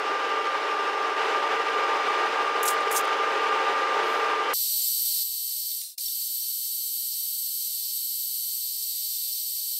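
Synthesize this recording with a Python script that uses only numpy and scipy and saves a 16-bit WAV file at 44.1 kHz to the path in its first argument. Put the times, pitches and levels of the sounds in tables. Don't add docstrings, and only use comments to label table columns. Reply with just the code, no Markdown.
import sys
import numpy as np
from scipy import signal
from scipy.fft import rfft, irfft, next_fast_len
from scipy.io import wavfile
from scipy.ndimage import uniform_filter1d

SR = 44100
rng = np.random.default_rng(int(sys.argv[2]) if len(sys.argv) > 2 else 0)


def wav_record(signal):
    frames = np.transpose(np.atleast_2d(signal))
    bounded = np.clip(frames, -1, 1)
    quanta = np.round(bounded * 32767).astype(np.int16)
    wavfile.write(sys.argv[1], SR, quanta)


def attenuation_scalar(level_db):
    decades = np.asarray(level_db, float) / 20
    return 10 ** decades


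N = 431738

# pitch_hz, level_db (per Hz)
RUMBLE_COLOUR = [(18, -83.5), (30, -55.5), (120, -51), (233, -31), (437, -6.5), (684, -10.5), (801, -6.5),
                 (1070, -5.5), (1190, -6.5), (1280, -6.5), (2610, -13.5), (2830, -14), (4300, -23),
                 (5040, -26.5), (16000, -54.5)]
CASTING_HZ = [357, 405, 428, 440, 490, 505, 512, 536, 560, 580, 596, 697, 735, 762, 826, 862, 899, 925,
              1016, 1050, 1125, 1140, 1198, 1268, 1287, 1357, 1465, 1598, 335, 2800, 176, 631]
# width_hz, level_db (negative = cancellation)
CASTING_SHAPES = [(8.07, 8), (7.8, 5), (16.4, 7.5), (6.12, -16), (8, 4.5), (4, 7), (7.97, -7.5), (9, 10.5),
                  (8.104, 0.5), (7.8, 11), (6, -4), (14.13, -1.5), (8, 9), (14, 4.5), (16.06, 8), (9.9, 3),
                  (13.76, 9.5), (29, 3), (14.2, -3), (8.09, 2.5), (5.9, 0.5), (15.94, 8), (29.97, 6),
                  (13, 8), (10, -7.5), (12, 4), (14, 3.5), (13.93, 4.5), (30, -7.5), (30.38, 1),
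                  (23.98, 4.5), (7, 6)]
BAND_TOPS_HZ = [445, 650, 1200]
# normal_level_db, tenfold_level_db, full_cut_gain_db, winding_gain_db
RUMBLE_BANDS = [
    (-40.5, -42.5, -0.5, 2),
    (-42.5, -44, -1.5, 0.5),
    (-35, -36, 0.3, 0.6),
    (-33, -40.5, 2.1, 0.8),
]
MESH_HZ = [400, 452.5, 316, 294.5, 273.8, 900, 452.5]
MESH_HARMONICS = [
    [1, 2, 3, 4, 5, 7],
    [1, 2, 3, 5, 11, 13, 14],
    [1, 2, 3, 4],
    [1, 3],
    [1, 2],
    [1],
    [12],
]
# wobble (0-1, once a spindle turn), ease_db (per 0.1 % of speed as the load eases),
# harmonic_levels_db
MESH_VOICES = [(0.2, -.3, [-22, -11, 0, -12.5, -20, -18]), (.05, .3, [-10, -22, -18, -18, -25.5, -34, -41]),
               (.05, -0.5, [-22, -20, -19.5, -26.5]), (0.051, -0.1, [-28, -25.5]), (.05, -0.5, [-40, -29]),
               (0.101, 0.5, [-26]), (.5, -2.2, [-31])]
# start_s, end_s, depth (1 = full cut); until 1.16 s the speed
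PECKS = [(-1, 1.16, 1.5), (1.16, 4.53, .4), (4.75, 5.12, .5), (5.25, 5.55, .3), (6.07, 7.12, .9),
         (7.17, 7.69, 1.1), (7.93, 8.6, 1.05), (9.64, 11, .75)]
# start_s, end_s, strength
WINDS = [(4.5, 4.9, .8), (5.06, 5.23, .9), (7.68, 7.93, .8), (8.88, 9.4, 1)]
# start_s, change_db
LEVEL_STEPS = [
    (1.16, 1.94),
    (5.232, -4),
]
# start_s, peak_db, length_s
SPURTS = [(2.627, -31, 0.016), (2.65, -29, 0.029), (2.676, -23.5, .017), (2.69, -31, 0.028),
          (2.723, -45, 0.022), (2.908, -33.5, 0.019), (2.923, -32, 0.014), (2.937, -31.5, 0.044),
          (2.958, -26.5, .035), (2.986, -38, .012), (3.008, -39, .007), (4.023, -56, 0.2)]
# start_s, peak_db, centre_hz
DRIPS = [(2.804, -47.5, 8100), (2.897, -48, 8600), (3.042, -51, 13080), (3.05, -46, 8500),
         (3.074, -49, 9600)]
# start_s, pitch_hz, peak_db
SWARF = [(4.82, 7250, -25), (4.845, 7350, -26), (4.865, 7300, -28), (5.17, 4640, -32), (6.058, 5510, -27),
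         (6.078, 5450, -35), (6.082, 3600, -33), (6.102, 5400, -36), (6.135, 4730, -32),
         (6.218, 4780, -30.5), (7.155, 12280, -29)]
# start_s, pitch_hz, peak_db, crack_db
CLUNKS = [
    (5.715, 3700, -33, -36),
    (5.815, 2300, -47, -29),
    (5.818, 9200, -35, -40),
    (5.836, 9000, -35, -33),
    (5.981, 5200, -28, -30),
    (5.981, 2400, -41, -36),
    (5.997, 9800, -33, -32),
]
# pitch_hz, peak_db, t60_s
FRAME = [(4890, -48, .36), (2740, -67, .8), (8400, -52, .36)]

SPEEDUP_S, SPEEDUP_FADE_S, SLOW, FAST = 4.533, .003, 1, 10
SLACK_S, REST_S, COAST_BEND, COAST_DB, REST_DB = 5.66, 5.962, 3.0, 24.0, -36
STOP_S, KICK_S, KICK_RISE_S, START_S = 5.818, 5.976, .0047, 6.004
CUTOFF_HZ = 15750
LOUDEST_HZ, TEETH, IDLE_HZ, SAG_HZ, CHATTER_HZ = 1200, 96, 1200.9, 3.3, .7
WHINE_SLOW_DB, WHINE_FAST_DB, WHINE_LOAD_DB, WHINE_FADE = -31.5, -31.5, -.06, 3.5
FEED_S = .07
SPURT_LOW_HZ, SPURT_HIGH_HZ, RISE_SHARE, FULL_JET_DB, WIDEN = 6400, 15200, .15, -29, .9
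DRIP_S, DRIP_SPREAD = .007, 1.25
SWARF_T60_S, SWARF_CRACK_DB, CLUNK_T60_S = .04, -22, .024
OVERLOAD, KNEE = .26, 6.0
CRACKLE_DB, CRACKLE_LEVEL, CRACKLE_POWER = -50.5, .031, 2.0


def rms_one(x):
    return x / np.sqrt(np.mean(x ** 2) + 1e-20)


def drift(rate):
    pole = np.exp(-16 * np.pi * rate / SR)
    noise = rng.standard_normal(N // 8 + 9002)
    slow = signal.lfilter([1], [1, -2 * pole, pole * pole], noise)[9000:]
    return np.interp(np.arange(N) / 8, np.arange(len(slow)), rms_one(slow))


def ramp(start, length):
    return np.clip((np.arange(N) / SR - start) / length, 0, 1)


def effort(rows):
    return sum(depth * (ramp(start - FEED_S / 2, FEED_S) - ramp(end - FEED_S / 2, FEED_S))
               for start, end, depth in rows)


def ring(clicks, hz, t60):
    r, w = attenuation_scalar(-60 / (t60 * SR)), 2 * np.pi * hz / SR
    return signal.lfilter([0, np.sin(w)], [1, -2 * r * np.cos(w), r * r], clicks)


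def room_ripple(depth_db, spacing_hz, start_hz):
    hz = np.arange(0, SR / 2, spacing_hz)
    return hz, depth_db * rng.standard_normal(len(hz)) * (hz > start_hz)


def rumble(levels_db, pace, ripple, flicker_db):
    size = next_fast_len(N)
    hz = np.maximum(np.arange(size // 2 + 1) * SR / size / pace, 1)
    knot_hz, knot_db = np.transpose(RUMBLE_COLOUR)
    colour_db = np.interp(np.log(hz), np.log(knot_hz), knot_db)
    colour_db += np.interp(hz, *ripple)
    for centre_hz, (width_hz, db) in zip(CASTING_HZ, CASTING_SHAPES):
        colour_db += db / (1 + (2 * (hz - centre_hz) / width_hz) ** 2)
    noise = rfft(rng.standard_normal(size)) * attenuation_scalar(colour_db) * (hz * pace < CUTOFF_HZ)
    below = [0] + [1 / (1 + (hz / top) ** 10) for top in BAND_TOPS_HZ] + [1]
    bands = [irfft(noise * (upper - lower), size)[:N] for lower, upper in zip(below, below[1:])]
    flicker = flicker_db * drift(20.0 * pace)
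    return sum(attenuation_scalar(db + flicker) * rms_one(band) for db, band in zip(levels_db, bands))


def spin_db():
    coasting = 1 - ramp(SLACK_S, REST_S - SLACK_S) ** COAST_BEND
    speed = np.maximum(coasting, ramp(KICK_S, KICK_RISE_S))
    return np.maximum(COAST_DB * np.log10(speed + 1e-9), REST_DB)


def knocks():
    out, t = np.zeros(N), np.arange(int(.165 * SR)) / SR
    hits = [(s, hz, db, SWARF_T60_S, db + SWARF_CRACK_DB) for s, hz, db in SWARF]
    hits += [(s, hz, db, CLUNK_T60_S, crack_db) for s, hz, db, crack_db in CLUNKS]
    hits += [(STOP_S, hz, db, t60, -np.inf) for hz, db, t60 in FRAME]
    for s, hz, db, t60, crack_db in hits:
        rub = rng.standard_normal(len(t)) * np.exp(-t / .004)
        tone = ring(rub, hz, t60)
        crack = np.diff(rub, prepend=0)
        at = round(s * SR)
        out[at:at + len(t)] += attenuation_scalar(db) * tone / np.abs(tone).max() + attenuation_scalar(crack_db) * crack
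    return signal.sosfilt(signal.butter(6, 2000, "high", fs=SR, output="sos"), out)


def coolant():
    out, t = np.zeros(N), np.arange(int(.3 * SR)) / SR
    jets = []
    for s, db, length in SPURTS:
        low_hz = SPURT_LOW_HZ / attenuation_scalar(WIDEN * max(db - FULL_JET_DB, 0))
        jets.append((s, db, length, low_hz, SPURT_HIGH_HZ))
    jets += [(s, db, DRIP_S, hz / DRIP_SPREAD, hz * DRIP_SPREAD) for s, db, hz in DRIPS]
    for s, db, length, low_hz, high_hz in jets:
        clumps = np.repeat(rng.standard_normal(len(t)), 90)[:len(t)]
        droplets_db = 2.0 * rng.exponential(1, len(t)) + 1.6 * clumps
        spatter = rng.standard_normal(len(t)) * attenuation_scalar(droplets_db)
        band = signal.butter(3, [low_hz, high_hz], "band", fs=SR, output="sos")
        hiss = signal.sosfilt(band, spatter)
        pockets_hz = rng.uniform(max(low_hz, SPURT_LOW_HZ), high_hz, size=12)
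        whistles = sum(ring(hiss, hz, .009) for hz in pockets_hz)
        rise = 1 - np.exp(-t / (RISE_SHARE * length))
        shape = rise * np.exp(-(t / length) ** 3)
        at = round(s * SR)
        out[at:at + len(t)] += attenuation_scalar(db) * shape * (rms_one(hiss) + .64 * rms_one(whistles))
    return out


def gears(hz, level_db, pace, heard, flicker_db):
    hz, level_db = hz[heard], level_db[heard]
    unsteady_hz = hz * (1 + .0004 * drift(3 * pace)[heard])
    turn = 2 * np.pi * np.cumsum(unsteady_hz) / SR / LOUDEST_HZ
    ease = 1000 * (hz / LOUDEST_HZ / pace - .999)
    spindle = np.exp(-1j * turn * LOUDEST_HZ / TEETH)
    side_tones = spindle + .45 * spindle ** 2 + .3 * spindle.conj()
    out = np.zeros(N)
    for mesh_hz, harmonics, (wobble, ease_db, levels_db) in zip(MESH_HZ, MESH_HARMONICS, MESH_VOICES):
        runout = 1 + wobble * side_tones
        gain = attenuation_scalar(level_db + ease_db * ease + flicker_db * drift(7.74 * pace)[heard]) * runout
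        for k, db in zip(harmonics, levels_db):
            phase = 2 * np.pi * rng.random()
            if k * mesh_hz * pace < CUTOFF_HZ:
                out[heard] += attenuation_scalar(db) * (gain * np.exp(1j * (k * mesh_hz * turn + phase))).real
    return np.sqrt(2) * out


def scene():
    t, cut, wind = np.arange(N) / SR, effort(PECKS), effort(WINDS)
    ripple = room_ripple(depth_db=2.2, spacing_hz=14, start_hz=1640)
    level_db = sum(db * ramp(s, .0071) for s, db in LEVEL_STEPS)
    later = ramp(SPEEDUP_S, SPEEDUP_FADE_S)
    hz = IDLE_HZ - SAG_HZ * cut

    slow_db = [db + level_db for db, *_ in RUMBLE_BANDS]
    slow = rumble(slow_db, SLOW, ripple, flicker_db=.9) + coolant()
    slow += gears(SLOW * hz, WHINE_SLOW_DB + level_db, SLOW, later < 1, flicker_db=.9)

    spin = spin_db()
    fast_db = [db + cut_db * cut + wind_db * wind + level_db + spin
               for _, db, cut_db, wind_db in RUMBLE_BANDS]
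    fast = rumble(fast_db, FAST, ripple, flicker_db=-.33) + knocks()
    running = np.clip(np.maximum(STOP_S - t, t - START_S) / .00385, 0, 1)
    chattering_hz = hz + CHATTER_HZ * cut * drift(60.0)
    whine_db = WHINE_FAST_DB + level_db + WHINE_LOAD_DB * cut + WHINE_FADE * spin
    fast += running * gears(FAST * chattering_hz, whine_db, FAST, later > 0, flicker_db=1.2)
    return np.tile((1 - later) * slow + later * fast, (2, 1))


def band_limit(x):
    return signal.sosfilt(signal.butter(12, 16430, fs=SR, output="sos"), x)


def record(dry):
    loudness = np.sqrt(uniform_filter1d(dry ** 2, size=1764) + 1e-12)
    grit = signal.sosfilt(signal.butter(2, 1300, fs=SR, output="sos"), rng.standard_normal(N))
    crackle_level = CRACKLE_LEVEL * (loudness / CRACKLE_LEVEL) ** CRACKLE_POWER
    crackle = crackle_level * rms_one(grit) * attenuation_scalar(CRACKLE_DB + 3.2 * drift(80))
    rounded = dry / (1 + np.abs(dry / OVERLOAD) ** KNEE) ** (1 / KNEE)
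    steep = signal.ellip(12, .5, 70, CUTOFF_HZ, fs=SR, output="sos")
    mix = signal.sosfilt(steep, rounded + crackle)
    return band_limit(mix)


dry = scene()
out = record(dry)
wav_record(out)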